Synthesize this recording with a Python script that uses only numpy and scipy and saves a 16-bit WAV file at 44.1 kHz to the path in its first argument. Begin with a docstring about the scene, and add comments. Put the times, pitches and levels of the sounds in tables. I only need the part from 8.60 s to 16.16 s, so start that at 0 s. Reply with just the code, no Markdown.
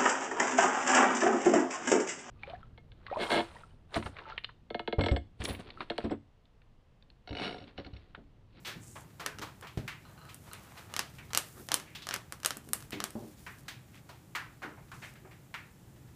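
"""Sleeved cards on rubber playmats

Two players handle sleeved trading cards in a quiet, fairly live room. Bent edges snap off a thumb
up close; further off, cards are tapped down and slid about, and a small plastic piece rattles.
A hand and a deck thud through the mat and ring the table, over the low rumble of ventilation."""
import sys
import numpy as np
from scipy import signal
from scipy.fft import rfft, irfft
from scipy.io import wavfile

SR = 44100
rng = np.random.default_rng(int(sys.argv[2]) if len(sys.argv) > 2 else 0)


def inscribe(sig):
    """Save sig as 16-bit PCM at rate SR to the path in sys.argv[1].

    A 1-D sig is mono; a 2-D sig holds one channel per row.
    Samples are clipped to [-1, 1] before scaling.
    """
    pcm = np.round(np.clip(np.atleast_2d(sig).T, -1, 1) * 32767)
    wavfile.write(sys.argv[1], SR, pcm.astype(np.int16))


N = 333284
SIZE = 16384  # samples in one hit and its tail
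AGE = np.arange(SIZE) / SR
FREQ = np.maximum(np.arange(SIZE // 2 + 1) * SR / SIZE, 1)
ROOM_T60_S, TREBLE_T60_S = 0.35, 0.26


# Bending resonances of a sleeved card. Each row: centre in Hz, width in Hz, boost in dB.
CARD_MODES = [(1226, 430, 10), (1690, 530, 5.5), (2970, 300, 8), (5700, 1800, 5), (10700, 1600, 3.5)]
# The base EQ of a snap. Each row: frequency in Hz, gain in dB.
SNAP_EQ = [(60, -12), (250, 0), (600, 3), (1100, 0), (2300, 2), (4200, 4), (8000, 1.5), (13500, -4.5),
           (16000, -13)]
def snap(level_db, crisp_db, hard_db=-22, flutter_db=-4, table_db=-8, room_db=-8):
    """A bent card lets go: one sharp pulse, a brief sleeve flutter, then echoes off table and walls."""
    pulse = signal.unit_impulse(SIZE)
    flutter = unit(rng.standard_normal(SIZE) * fade(0.012) * (1 - fade(0.0019)))
    grip = 1 + 0.042 * rng.standard_normal(len(CARD_MODES))  # each grip retunes the card a little
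    modes = sum(db / (1 + (2 * (FREQ - hz * detune) / width) ** 2)
                for (hz, width, db), detune in zip(CARD_MODES, grip))
    body_db = -9 - 0.47 * max(level_db - hard_db, 0)  # a hard snap thins out, favouring the treble
    tone = curve(SNAP_EQ)
    tone += curve([(1800, body_db + 12.5), (3000, 0), (6000, 0.014), (8500, crisp_db + 6.5)])
    direct = colour(pulse + undb(flutter_db) * flutter, tone + modes)
    table_echo = unit(rng.standard_normal(SIZE) * fade(0.074) * (1 - np.exp(-AGE / 0.0094)))
    echoes = undb(table_db) * table_echo + undb(room_db) * room(pulse)
    # the treble is beamed at the listener, so the echoes are duller than the pulse
    echo_tone = tone + modes / 2 + curve([(300, 6.0), (1500, 5.5), (4000, 1), (12000, -3.5)])
    return undb(level_db) * (direct + colour(echoes, echo_tone))


# Cards peeled off the pile. Each row: catch, slip and release times in seconds,
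# catch and release levels in dB, crispness of the release in dB.
CARD_PEELS = [(2.3397, 2.365, 2.3927, -24.5, -14.5, -4.5), (2.7335, 2.749, 2.7747, -21, -9.3, .5),
              (3.088, 3.1182, 3.1422, -25, -10, 0), (3.4698, 3.4893, 3.5409, -25.5, -17.7, -3),
              (3.833, 3.8485, 3.86, -29.5, -12.3, 1.5)]
# Lone card edges snapping up close. Each row: start in seconds, level in dB, top-end crispness in dB.
LONE_SNAPS = [(.6627, -17.5, -6), (0.7866, -30.5, -12), (.7943, -33.5, -9), (1.0113, -43.5, 2),
              (1.7449, -42, 10), (1.9333, -36, 6.5), (2.3938, -15, -13), (3.1997, -32, -6),
              (3.5102, -19.5, -19), (3.5622, -24, -7), (3.7239, -26, -1), (3.802, -43, -2),
              (3.907, -19, -8), (3.9703, -35, 7), (4.0897, -41, 4), (4.1335, -18.5, 8.5), (4.2053, -40, -4),
              (4.2251, -38.5, -3), (4.3072, -39.5, 5), (4.4033, -19.5, -10), (4.4404, -18.5, 0),
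              (4.506, -41.5, 7)]
def snapping(slip_db=-2.6, drag_crisp_db=-7.5):
    """A peeled card catches and slips dully, then lets go crisply; lone snaps fall around the peels."""
    out = np.zeros(N)
    for catch, slip, release, catch_db, release_db, crisp_db in CARD_PEELS:
        add(out, catch, snap(catch_db, drag_crisp_db))
        add(out, slip, snap(release_db + slip_db, drag_crisp_db))
        add(out, release, snap(release_db, crisp_db))
    for start, db, crisp_db in LONE_SNAPS:
        add(out, start, snap(db, crisp_db))
    return out


# The base EQ of a tap. Each row: frequency in Hz, gain in dB.
TAP_EQ = [(60, -17), (200, -16), (350, 4), (600, 1), (1000, 0), (2200, -1.5), (4000, -0.5), (6500, -7),
          (10000, -14), (15000, -14.5)]
def tap(level_db, clack_hz, bright_db, contact_s, direct_db=-7, early_db=2):
    """A card lands edge first, then flattens in a swell of tiny contacts; mostly the room is heard."""
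    # a flat landing has a softer first edge and more low end; low-pitched piles weigh more too
    flatness = np.log2(contact_s / 0.003)
    edge_db = -6 - 3.5 * flatness
    weight_db = -7 + 3 * flatness - 5 * np.log2(clack_hz / 1710)
    contacts = unit(rng.standard_normal(SIZE) * AGE * np.exp(-AGE / contact_s))
    contacts[0] += undb(edge_db)
    clack = 7.5 * np.exp(-(np.log2(FREQ / clack_hz) / 0.66) ** 2)  # the card or pile's own ring
    tone = curve(TAP_EQ) + clack + curve([(550, weight_db), (950, 0.014), (2300, 0), (3800, bright_db)])
    # every contact scatters differently, so their echoes off table and walls add in power
    decay = fade(ROOM_T60_S) ** 2 + (undb(early_db) * fade(0.085)) ** 2
    power = signal.fftconvolve(contacts ** 2, decay)[:SIZE]
    echo = unit(diffuse() * np.sqrt(np.abs(power)))
    return undb(level_db) * colour(undb(direct_db) * unit(contacts) + echo, tone)


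# Cards laid down further off. Each row: start in seconds, level in dB, clack pitch in Hz,
# brightness in dB, contact time in seconds.
CARD_TAPS = [(.049, -46.5, 2900, 0.5, .0065), (.066, -43.5, 1750, 1.5, 0.011),
             (.356, -48.3, 980, -10, .005), (.597, -42.5, 1100, -4.5, 0.0048),
             (.661, -42, 1620, -8, 0.00054), (.816, -42.3, 1120, -2, 0.0059), (1.024, -48, 1100, -11, .003),
             (1.045, -49, 950, -15, .002), (1.07, -53, 2860, -3, .0015), (1.174, -52, 1800, 0.5, .0007),
             (1.2785, -40.3, 2200, -5.5, .0008), (1.692, -56.5, 2380, 0, 0.0027),
             (1.934, -54, 2400, -3, 0.0035), (2.174, -54.5, 1880, 0.5, .0033),
             (2.585, -50.5, 2300, -10.5, .0011), (2.705, -56, 1100, -2, .001), (3.108, -45, 900, -12, .004),
             (3.35, -49, 2700, 1.5, 0.0048), (3.421, -53.5, 3900, 0, 0.0023),
             (4.321, -44.5, 2394, -1.5, 0.0057), (4.865, -44.5, 1650, -10, .0027),
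             (5.082, -46.5, 1950, 3, 0.0024), (5.491, -51.5, 795, -4, .0029),
             (5.7508, -35.5, 1570, -13, 0.00059), (5.755, -39.5, 1750, -2.5, .0005),
             (6.02, -41, 1370, -12, .009), (6.172, -56, 776, -26, 0.0055), (6.317, -48, 1250, -9.5, 0.0011),
             (6.42, -47, 2150, -6.5, .01), (6.555, -60.5, 1980, -6, .003), (6.649, -55.5, 680, -32, 0.0022),
             (6.712, -58.5, 2220, -7, 0.0039), (6.9412, -40.7, 2060, -10, .0015)]
def tapping():
    """Cards clack down on the mats."""
    out = np.zeros(N)
    for start, db, clack_hz, bright_db, contact_s in CARD_TAPS:
        add(out, start, tap(db, clack_hz, bright_db, contact_s))
    return out


# Resonances of the table top. Each row: pitch in Hz, level in dB, time to fall 60 dB in seconds.
TABLE_MODES = [(60, 0, 0.08), (110, 2.5, 0.096), (139, 0.5, 0.12), (222, 0, 0.099), (306, -1, 0.075),
               (387, -3.5, 0.094), (482, -11, 0.043), (585, -4, 0.054), (767, -1.5, 0.047),
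               (1060, -8, 0.045)]
def thud(pitch_hz, room_db, reach_octaves=0.6, push_s=0.0012, click_db=-24):
    """The rubber stretches a blow into a soft push; where it lands decides which table modes ring."""
    force = AGE * np.exp(-4 * AGE / push_s)
    spot = 1 + 0.042 * rng.standard_normal(len(TABLE_MODES))
    ring = np.zeros(SIZE)
    for (hz, db, t60), detune in zip(TABLE_MODES, spot):
        gain = undb(db) / (1 + (np.log2(hz / pitch_hz) / reach_octaves) ** 2)
        ring += gain * fade(t60) * np.cos(2 * np.pi * hz * detune * AGE)
    direct = unit(signal.fftconvolve(force, ring)[:SIZE]) + undb(click_db) * unit(force)
    room_send = colour(direct, curve([(80, -12.5), (250, 1), (700, 0.5)]))
    return direct + undb(room_db) * unit(room(room_send, rise_s=0.0045))


# Soft blows through the mat. Each row: start in seconds, level in dB, favoured pitch in Hz,
# reverb against the dry hit in dB.
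TABLE_THUDS = [(.16, -50.5, 125, 3), (.659, -54, 377, 3), (.796, -50, 332, 2.5), (1.174, -32, 85.5, -7),
               (1.177, -44.5, 550, -7), (3.122, -49, 320, 2), (3.968, -50, 288, -12),
               (4.075, -51.5, 240, 3), (4.331, -41, 280, 2.5), (4.425, -49, 240, -3),
               (4.554, -39.5, 230, -2.5), (4.558, -47, 670, 3.5), (4.625, -54.5, 261, 10),
               (6.049, -51, 392, 7), (6.649, -59.5, 500, 3)]
def thudding():
    """Hands and decks bump the table."""
    out = np.zeros(N)
    for start, db, pitch_hz, room_db in TABLE_THUDS:
        add(out, start, undb(db) * thud(pitch_hz, room_db))
    return out


def slide(length_s, centre_hz, octaves, grain_db=3, ramp_s=0.046):
    """Friction: dense stick-slip grains under an uneven hand pressure."""
    grains = rng.standard_normal(SR) * undb(grain_db * rng.exponential(size=SR))
    hz = np.maximum(np.fft.rfftfreq(SR, 1 / SR), 1)
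    band = (1 + (np.log2(hz / centre_hz) / octaves) ** 2) ** -1.02
    rub = irfft(rfft(grains) * band)[:int(length_s * SR)]
    t = np.arange(len(rub)) / SR
    ramps = np.clip(np.minimum(t, t[-1] - t) / ramp_s, 0, 1)
    pressure = ramps * undb(2 * wander(rate_hz=38)[:len(rub)])
    return rub / np.std(rub) * pressure


# Sleeves sliding on sleeves and cloth. Each row: start and end in seconds, level in dB,
# band centre in Hz, half-width in octaves.
SLEEVE_SLIDES = [(0.188, .454, -61, 7600, 0.41), (1.43, 1.783, -64, 850, 0.94),
                 (1.828, 2.376, -58, 850, 1.14), (1.66, 2.3, -66.5, 8500, 1.2), (2.42, 2.714, -64, 880, 3),
                 (2.796, 3.114, -58.5, 9900, 1.4), (2.935, 3.057, -52.5, 314, .55),
                 (2.939, 3.033, -57, 1260, .4), (3.232, 3.372, -60.5, 2130, .4),
                 (3.506, 3.572, -38, 2100, .6), (4.018, 4.3, -65, 9000, 1.4),
                 (4.492, 5.04, -63.5, 6000, 3.2), (5.318, 5.424, -59, 2020, .84),
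                 (6.299, 6.55, -63, 6060, .89)]
def sliding():
    """Sleeves rub along in soft strokes."""
    out = np.zeros(N)
    for start, end, db, centre_hz, octaves in SLEEVE_SLIDES:
        add(out, start, undb(db) * slide(end - start, centre_hz, octaves))
    return out


def ticking(per_second=14, level_db=-55, spread_db=2.5):
    """A sliding sleeve sticks now and then and ticks free with a tiny snap."""
    out = np.zeros(N)
    for k, (late, force) in enumerate(rng.standard_normal((150, 2))):
        when = (k + late / 2) / per_second
        if any(start < when < end for start, end, *_ in SLEEVE_SLIDES):
            add(out, when, snap(level_db + spread_db * force, crisp_db=3.5))
    return out


# Resonances of a small plastic piece. Each row: pitch in Hz, level in dB, time to fall 60 dB in seconds.
PLASTIC_MODES = [(1280, 1, 0.045), (1470, 0, .025), (2850, -1.5, 0.012), (4080, -1, 0.017)]
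def plastic_knock(room_db=3):
    """One knock rings the plastic briefly, and the room answers."""
    ring = unit(sum(undb(db) * fade(t60) * np.sin(2 * np.pi * hz * AGE) for hz, db, t60 in PLASTIC_MODES))
    return ring + undb(room_db) * unit(room(ring))


# Bouts of rattling. Each row: start in seconds, length in seconds, level in dB.
RATTLE_BOUTS = [(1.453, .02, -54.5), (1.579, .125, -53.7), (1.914, .02, -48), (2.173, .02, -56)]
def rattling(gap_s=0.036, jitter_s=0.001, fade_db_per_s=8):
    """The plastic piece knocks under the fingers, once or in a slightly uneven, fading run."""
    out = np.zeros(N)
    for start, length, db in RATTLE_BOUTS:
        for age in np.arange(0, length, gap_s):
            when = start + age + jitter_s * rng.standard_normal()
            add(out, when, undb(db - fade_db_per_s * age) * plastic_knock())
    return out


def touching(per_second=3.5, level_db=-71.5, spread_db=0.5):
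    """Fingers touch the cards all the while: faint taps, loose in time and pitch."""
    out = np.zeros(N)
    for k, (late, force, pitch) in enumerate(rng.standard_normal((40, 3))):
        when = (k + late / 2) / per_second
        if 0 < when < N / SR:
            clack_hz = 1500 * 2 ** (pitch / 2)
            add(out, when, tap(level_db + spread_db * force, clack_hz, bright_db=0, contact_s=0.003))
    return out


# The spectrum of the ventilation. Each row: frequency in Hz, relative level in dB.
AIR_SPECTRUM = [(20, -15), (40, -10), (130, 0), (241, -12.5), (319, -12), (472, -20.5), (718, -23),
                (780, -22), (1030, -26.5), (1760, -29), (4420, -36), (6300, -35.5), (7300, -32.5),
                (8500, -36), (14700, -36.5), (16000, -37)]
def ventilation(level_db=-54.5, waver_db=1.35):
    """A bed of air rumble whose bass wavers, with a thin hiss on top."""
    hz = np.maximum(np.arange(N // 2 + 1) * SR / N, 1)
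    spectrum = rfft(rng.standard_normal(N)) * undb(curve(AIR_SPECTRUM, hz))
    bass_share = 1 / (1 + (hz / 400) ** 2)
    rumble = irfft(spectrum * bass_share, N) * undb(-waver_db * wander(rate_hz=8))
    air = rumble + irfft(spectrum * (1 - bass_share), N)
    return undb(level_db) * air / np.std(air)


def room(x, rise_s=0.0011):
    """The room's reverb, different for each spot on the table."""
    tail = diffuse() * fade(ROOM_T60_S) * (1 - np.exp(-(AGE / rise_s) ** 2))
    return signal.fftconvolve(x, unit(tail))[:SIZE]


def diffuse():
    """Scattered sound whose treble dies away; the caller shapes the overall decay."""
    noise = rng.standard_normal(SIZE)
    low = irfft(rfft(noise) / (1 + (FREQ / 3500) ** 4))
    return low + (noise - low) * fade(TREBLE_T60_S) / fade(ROOM_T60_S)


def undb(db):
    """Decibels to gain."""
    return 10 ** (np.asarray(db) / 20)


def unit(x):
    """Scale to an energy of one."""
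    return x / np.sqrt(np.sum(x ** 2))


def curve(points, hz=FREQ):
    """An EQ curve through (Hz, dB) points on a log-frequency axis."""
    point_hz, db = np.transpose(points)
    return np.interp(np.log(hz), np.log(point_hz), db)


def colour(x, db):
    """Minimum-phase EQ, built from the cepstrum, so nothing rings ahead of the attack."""
    cepstrum = irfft(np.log(undb(db)))
    cepstrum[1:SIZE // 2] *= 2
    cepstrum[SIZE // 2 + 1:] = 0
    return irfft(rfft(x) * np.exp(rfft(cepstrum)))


def fade(t60):
    """A decay that falls 60 dB in t60 seconds."""
    return np.exp(-np.log(1000) * AGE / t60)


def wander(rate_hz):
    """A random drift with a spread near one."""
    knots = rng.standard_normal(400)
    return np.interp(np.arange(N) / SR * rate_hz, np.arange(len(knots)), knots)


def add(track, start_s, x):
    """Mix a sound in at its time."""
    start = max(int(start_s * SR), 0)
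    track[start:start + len(x)] += x[:max(N - start, 0)]


def scene(snap_db=6, tap_db=37, thud_db=30, rattle_db=23):
    """The mono mix of card handling over ventilation; these faders add to each hit's own level."""
    out = ventilation() + sliding()
    out += undb(snap_db) * snapping()
    out += undb(tap_db) * tapping()
    out += undb(thud_db) * thudding()
    out += undb(rattle_db) * rattling()
    out += undb(tap_db) * touching()
    out += undb(snap_db) * ticking()
    return out[None]


def record(dry, bass_hz=32, top_hz=15300):
    """A gentle low cut thins the deepest bass; a steep high cut takes off the top of the treble."""
    thinned = signal.sosfilt(signal.butter(2, bass_hz, "high", fs=SR, output="sos"), dry)
    return signal.sosfilt(signal.ellip(10, .2, 70, top_hz, fs=SR, output="sos"), thinned)


dry = scene()
out = record(dry)
inscribe(out)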